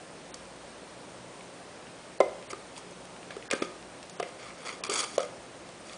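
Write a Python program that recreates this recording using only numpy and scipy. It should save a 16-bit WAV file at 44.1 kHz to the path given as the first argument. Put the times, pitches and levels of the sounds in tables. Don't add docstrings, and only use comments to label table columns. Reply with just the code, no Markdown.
import sys
import numpy as np
from scipy import signal
from scipy.io import wavfile
from scipy.ndimage import uniform_filter1d

SR = 44100
rng = np.random.default_rng(int(sys.argv[2]) if len(sys.argv) > 2 else 0)


def unload_wav(signal):
    wavfile.write(
        sys.argv[1],
        SR,
        np.round(np.clip(np.atleast_2d(signal).T, -1, 1) * 32767).astype(np.int16),
    )


def how_loud(loudness_db):
    steps = np.asarray(loudness_db, float) / 20
    return 10 ** steps


N = 263277

# (frequency [Hz], spectral level [dB])
FAN_SPECTRUM = [(15, -55), (25, -44), (53, -17), (97, -12), (172, -5.5), (283, -3.5), (321, -4.5),
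                (402, -1.5), (434, -6.5), (504, -1), (810, -6.5), (1270, -10.5), (7710, -23), (8740, -21),
                (9900, -24), (12900, -42.5), (21800, -120)]
FAN_DB = -47.5
# (frequency [Hz], bandwidth [Hz], level [dB])
FAN_LINES = [
    (57.8, 5, -71.5),
    (123.2, 3.6, -68),
    (178.3, 5.9, -63.5),
    (8670, 55, -71.5),
]
# (frequency [Hz], decay time T60 [s])
ROOM_DECAY = [(300, 0.43), (600, 0.56), (1200, 0.52), (3000, 0.49), (8000, 0.41)]
# (resonance [Hz], bandwidth [Hz], level [dB])
FLUTE_MODES = [(1200, 300, 2), (2200, 440, -2), (3330, 420, -2), (4650, 600, 0), (5600, 560, -4),
               (6600, 660, -3), (7800, 660, -7), (9250, 660, -6)]
# (frequency [Hz], level [dB], decay time T60 [s])
TABLE_MODES = [(366, -4, 0.064), (397, 11.5, 0.17), (443, -17.5, 0.065), (427, -29, 0.25), (514, -15, 0.29),
               (557, -29, 0.11), (628, 15, 0.053), (705, 14.5, 0.11), (756, -19.5, .12), (1040, -2, 0.076),
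               (1290, -13, 0.12), (2060, 6, 0.12)]
# (start [s], length [s], push at start [dB], push at end [dB], brightness [dB])
SLIDES = [(2.497, 0.027, -50, -47, 2.5), (2.757, 0.042, -59.5, -56.5, 6.5), (3.307, 0.043, -46.5, -63, -18),
          (3.5, 0.013, -37.5, -45.5, -3.5), (3.517, 0.08, -40.5, -50.5, -12),
          (3.624, 0.045, -44.5, -53, -6.5), (4.25, .05, -64, -50, -4), (4.387, 0.13, -50, -48, -13.5),
          (4.576, 0.075, -55.5, -52.5, -8), (4.648, 0.034, -40, -36.5, -11.5),
          (4.68, 0.041, -40.5, -46.5, -6.5), (4.722, 0.042, -45, -54, -8), (4.844, 0.017, -37, -42, -6.5),
          (4.864, 0.023, -44.5, -45, -12), (4.892, .086, -39, -34.5, -1), (4.971, 0.046, -39, -34, 4),
          (5.011, 0.042, -39.5, -35, -4), (5.053, 0.12, -56, -51.5, 2), (5.196, 0.065, -46.5, -55, -2.5),
          (5.852, 0.12, -58, -56, 0.5)]
# (time [s], level [dB], centre [Hz], upward reach [factor])
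TICKS = [(0.3431, -34.5, 2340, 1.4), (1.4087, -37, 2720, 1.1), (1.869, -38.5, 2460, 0.89),
         (2.426, -35, 2520, 1.8), (2.7654, -32, 3320, 1.15), (2.9103, -36.5, 3220, 6.6),
         (3.054, -34.5, 2400, 4.6), (3.1638, -38, 2380, 1.15), (3.2297, -35.5, 2610, 1.1),
         (3.3084, -29.5, 2390, 1.5), (3.4255, -31, 2580, 1.26), (3.456, -40, 2610, 2.8),
         (3.8267, -36.5, 2780, 1.7), (4.0287, -32, 2350, 3.8), (4.097, -31, 5200, 1.9),
         (4.58, -53, 2370, 1.7), (4.6683, -40, 3500, 3.5), (5.69, -37, 4030, 2.05), (5.896, -33, 2810, 1.3),
         (5.933, -31, 3970, 1.8)]
# (time [s], level [dB], thud pitch [Hz])
THUDS = [(2.203, -9.5, 542), (2.2072, -20.5, 380), (2.2075, -20, 750), (2.506, -43, 590),
         (2.53, -34.5, 370), (3.304, -41, 557), (3.366, -31.5, 437), (3.512, -31, 485), (3.526, -27, 516),
         (3.533, -22, 490), (3.533, -23.5, 290), (3.6191, -22, 313), (3.6212, -26.5, 510),
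         (4.198, -25.5, 455), (4.2, -28.5, 705), (4.227, -27, 508), (4.737, -42, 366), (4.805, -40, 590),
         (4.864, -48, 418), (4.892, -27, 408), (4.914, -27.5, 430), (5.179, -15, 541), (5.191, -28.5, 517),
         (5.203, -26.5, 531), (5.232, -36, 552)]
# (time [s], clack level [dB], clack pitch [Hz], tick level [dB])
CLACKS = [(0.3416, -54, 2370, -33.5), (2.203, -16.5, 1040, -46.5), (2.2065, -24, 2060, -38),
          (2.2067, -30.5, 1265, -55), (2.504, -35, 2190, -46), (2.53, -28.5, 1215, -44),
          (2.777, -41.5, 917, -39), (3.305, -32, 1670, -56), (3.365, -40, 1270, -46),
          (3.4865, -43, 1600, -50), (3.502, -39, 2700, -44), (3.5113, -18, 2417, -25.5),
          (3.526, -29, 1340, -41), (3.532, -21.5, 1573, -32.5), (3.621, -25, 1220, -38.5),
          (3.623, -29, 2370, -45), (3.624, -29.5, 3440, -44), (4.198, -26.5, 1194, -41),
          (4.2, -32.5, 3070, -47), (4.227, -27, 2240, -43), (4.691, -27.5, 2190, -47),
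          (4.837, -27.5, 2360, -28), (4.865, -43, 2220, -36), (4.897, -31, 1210, -26.5),
          (4.9375, -40, 2120, -23), (5.0375, -36, 3220, -30.5), (5.18, -27.5, 1090, -29.5),
          (5.192, -29, 1290, -47), (5.203, -34, 1290, -35.5), (5.23, -35, 1290, -38.5)]
# (frequency [Hz], step relative to the frame peak [dB])
CAMERA_STEPS = [(250, -54), (750, -38), (1250, -25), (2250, -15), (4250, -11), (5250, -4), (9750, -4)]


def evened(x):
    return x / np.sqrt(np.mean(x ** 2) + 1e-20)


def read(points, hz):
    f, value = np.transpose(points)
    return np.interp(np.log(hz + 1), np.log(f + 1), value)


def add(mix, s, sound):
    part = mix[round(s * SR):][:len(sound)]
    part += sound[:len(part)]


def resonate(x, hz, width):
    r = np.exp(-np.pi * width / SR)
    pole = r * np.exp(2j * np.pi * hz / SR)
    return 2 * signal.lfilter([1 - r], [1, -pole], x).real


def band(x, lo_hz, hi_hz):
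    sos = signal.butter(2, [lo_hz, min(hi_hz, SR / 2.2)], "band", fs=SR, output="sos")
    return signal.sosfilt(sos, x)


def burst(rise_s, fall_s, size=1500):
    t = np.arange(size) / SR
    shape = (1 - np.exp(-t / rise_s)) ** 2 * np.exp(-t / fall_s)
    return shape / shape.max()


def fan_wash():
    frames, hz = N // 256 + 5, np.fft.rfftfreq(1024, 1 / SR)
    real, imag, patches = rng.standard_normal((frames, 513, 3)).T
    patches = uniform_filter1d(patches, size=10, axis=0)
    patches = evened(uniform_filter1d(patches, size=12, axis=1))
    spectrum = (real + 1j * imag) * how_loud(read(FAN_SPECTRUM, hz)[:, None] + 0.56 * patches)
    air = evened(signal.istft(spectrum, nperseg=1024, noverlap=768)[1][:N])
    out = how_loud(FAN_DB) * air
    stir = rng.standard_normal(N)
    for hz, width, db in FAN_LINES:
        out += how_loud(db) * evened(resonate(resonate(stir, hz, width), hz, width))
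    return out


def room(x):
    taps = np.zeros(SR // 2)
    at = np.arange(300, SR // 2 - 20, 20)
    taps[at + rng.integers(0, 20, len(at))] = rng.choice([-1., 1.], len(at))
    hz, t, z = signal.stft(taps, SR, nperseg=256)
    decay = how_loud(-60 * t / read(ROOM_DECAY, hz)[:, None])
    tail = signal.istft(z * decay, SR, nperseg=256)[1]
    return signal.fftconvolve(x, tail / np.linalg.norm(tail))[:N]


def flutes(x, through_db):
    out = how_loud(through_db) * x
    for hz, width, db in FLUTE_MODES:
        out = out + how_loud(db) * resonate(resonate(x, hz, width), hz, width)
    return out


def ticks():
    out = np.zeros(N)
    for (s, db, hz, reach), grit in zip(TICKS, rng.standard_normal((len(TICKS), 1500))):
        puff = burst(0.0001, 0.0024) * grit
        spike = 3.9 * burst(0.00002, 0.00003)
        snap = band(puff + spike, 0.7 * hz, max(reach, 1.2) * hz)
        add(out, s, how_loud(db - 1.5) * snap / abs(snap).max())
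    return out


def slides():
    grip_s, let_go_s, rumble_db = 0.0042, 0.008, -6.5
    slips = rng.standard_normal(N) * how_loud(2.1 * rng.exponential(1, N))
    chatter = evened(band(rng.standard_normal(N), 20, 130))
    hiss = how_loud(-11) * np.roll(slips, N // 3)
    shaken = how_loud(2.0 * chatter) * (flutes(slips, -20) + hiss)
    low = evened(band(shaken, 750, 3200))
    high = -evened(band(shaken, 4700, 15000))
    rumble = evened(band(slips, 300, 750))
    out = np.zeros(N)
    for s, length, start_db, end_db, bright_db in SLIDES:
        t = np.arange(0, length, 1 / SR)
        at = np.minimum(round(s * SR) + np.arange(len(t)), N - 1)
        hold = np.clip(np.minimum(t / grip_s, (length - t) / let_go_s), 0, 1)
        push = how_loud(start_db + (end_db - start_db) * t / length) * hold
        add(out, s, push * (low[at] + how_loud(bright_db) * high[at] + how_loud(rumble_db) * rumble[at]))
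    return out


def blows():
    thud, clack, shake, tick = np.zeros((4, N))
    t = np.arange(1500) / SR
    for s, thud_db, hz in THUDS:
        add(thud, s, how_loud(thud_db) * burst(0.004, 0.0022) * np.sin(2 * np.pi * hz * t))
    grits = rng.standard_normal((len(CLACKS), 3, 1500))
    for (s, clack_db, clack_hz, tick_db), grit in zip(CLACKS, grits):
        strike = grit[0] + 0.2 * np.sin(2 * np.pi * clack_hz * t)
        knock = resonate(burst(0.00051, 0.0041) * strike, clack_hz, 0.19 * clack_hz)
        add(clack, s, how_loud(clack_db - 1.0) * knock / abs(knock).max())
        jolt = burst(0.00011, 0.0023) * evened(band(grit[2], 980, 3600))
        add(shake, s, how_loud((clack_db + tick_db) / 2 - 2.0) * jolt)
        edge = burst(0.00074, 0.0019) * evened(band(grit[1], 3400, 12000))
        add(tick, s, how_loud(tick_db - 2.0) * edge)
    force = thud + how_loud(5.0) * (clack + shake)
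    ring = np.zeros(N)
    for hz, db, t60 in TABLE_MODES:
        width = np.log(1000) / np.pi / t60
        ring += how_loud(db) * resonate(force, hz, width) * t60
    body = band(thud + how_loud(10.5) * ring, 87, 20000)
    return body + clack + flutes(shake, -1.2) + flutes(tick, -1.5)


def scene():
    near = blows() + ticks() + slides()
    return (near + how_loud(-10.0) * room(near) + fan_wash())[None]


def camera_subbands(x):
    n, hz, k = np.arange(512) - 255.5, np.arange(0, 500, 5), np.arange(20)[:, None]
    shape = np.cos(np.pi / 2 * np.sin(np.pi * hz / 1000) ** 2) * np.where(hz, 1, 0.5)
    bank = shape @ np.cos(2 * np.pi * np.outer(hz, n) / 32000)
    bank = bank * np.cos((2 * k + 1) * np.pi * n / 64 + (-1) ** k * np.pi / 4)
    bank /= np.linalg.norm(bank, axis=1, keepdims=True)
    lead, frames = 256 + 11 * 32, 168
    slow = np.pad(signal.resample_poly(x, 320, 441), (lead, 4096))
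    blocks = np.lib.stride_tricks.sliding_window_view(slow, 512)[::32][:36 * frames]
    bands = (blocks @ bank.T).reshape(frames, 36, 20)
    peak = abs(bands).max(axis=1, keepdims=True)
    step = peak * how_loud(read(CAMERA_STEPS, 500 * k.T + 250)) + 1e-12
    parts = (step * np.round(bands / step)).reshape(-1, 20) @ bank
    out = np.zeros(len(slow))
    for i in range(16):
        add(out, 32 * i / SR, parts[:, 32 * i:32 * i + 32].ravel())
    return signal.resample_poly(out[lead:], 441, 320)[:N]


def top_cut(x):
    return signal.sosfilt(signal.butter(12, 11140, fs=SR, output="sos"), x)


def record(dry):
    mix = camera_subbands(dry[0])[None]
    return top_cut(mix)


dry = scene()
out = record(dry)
unload_wav(out)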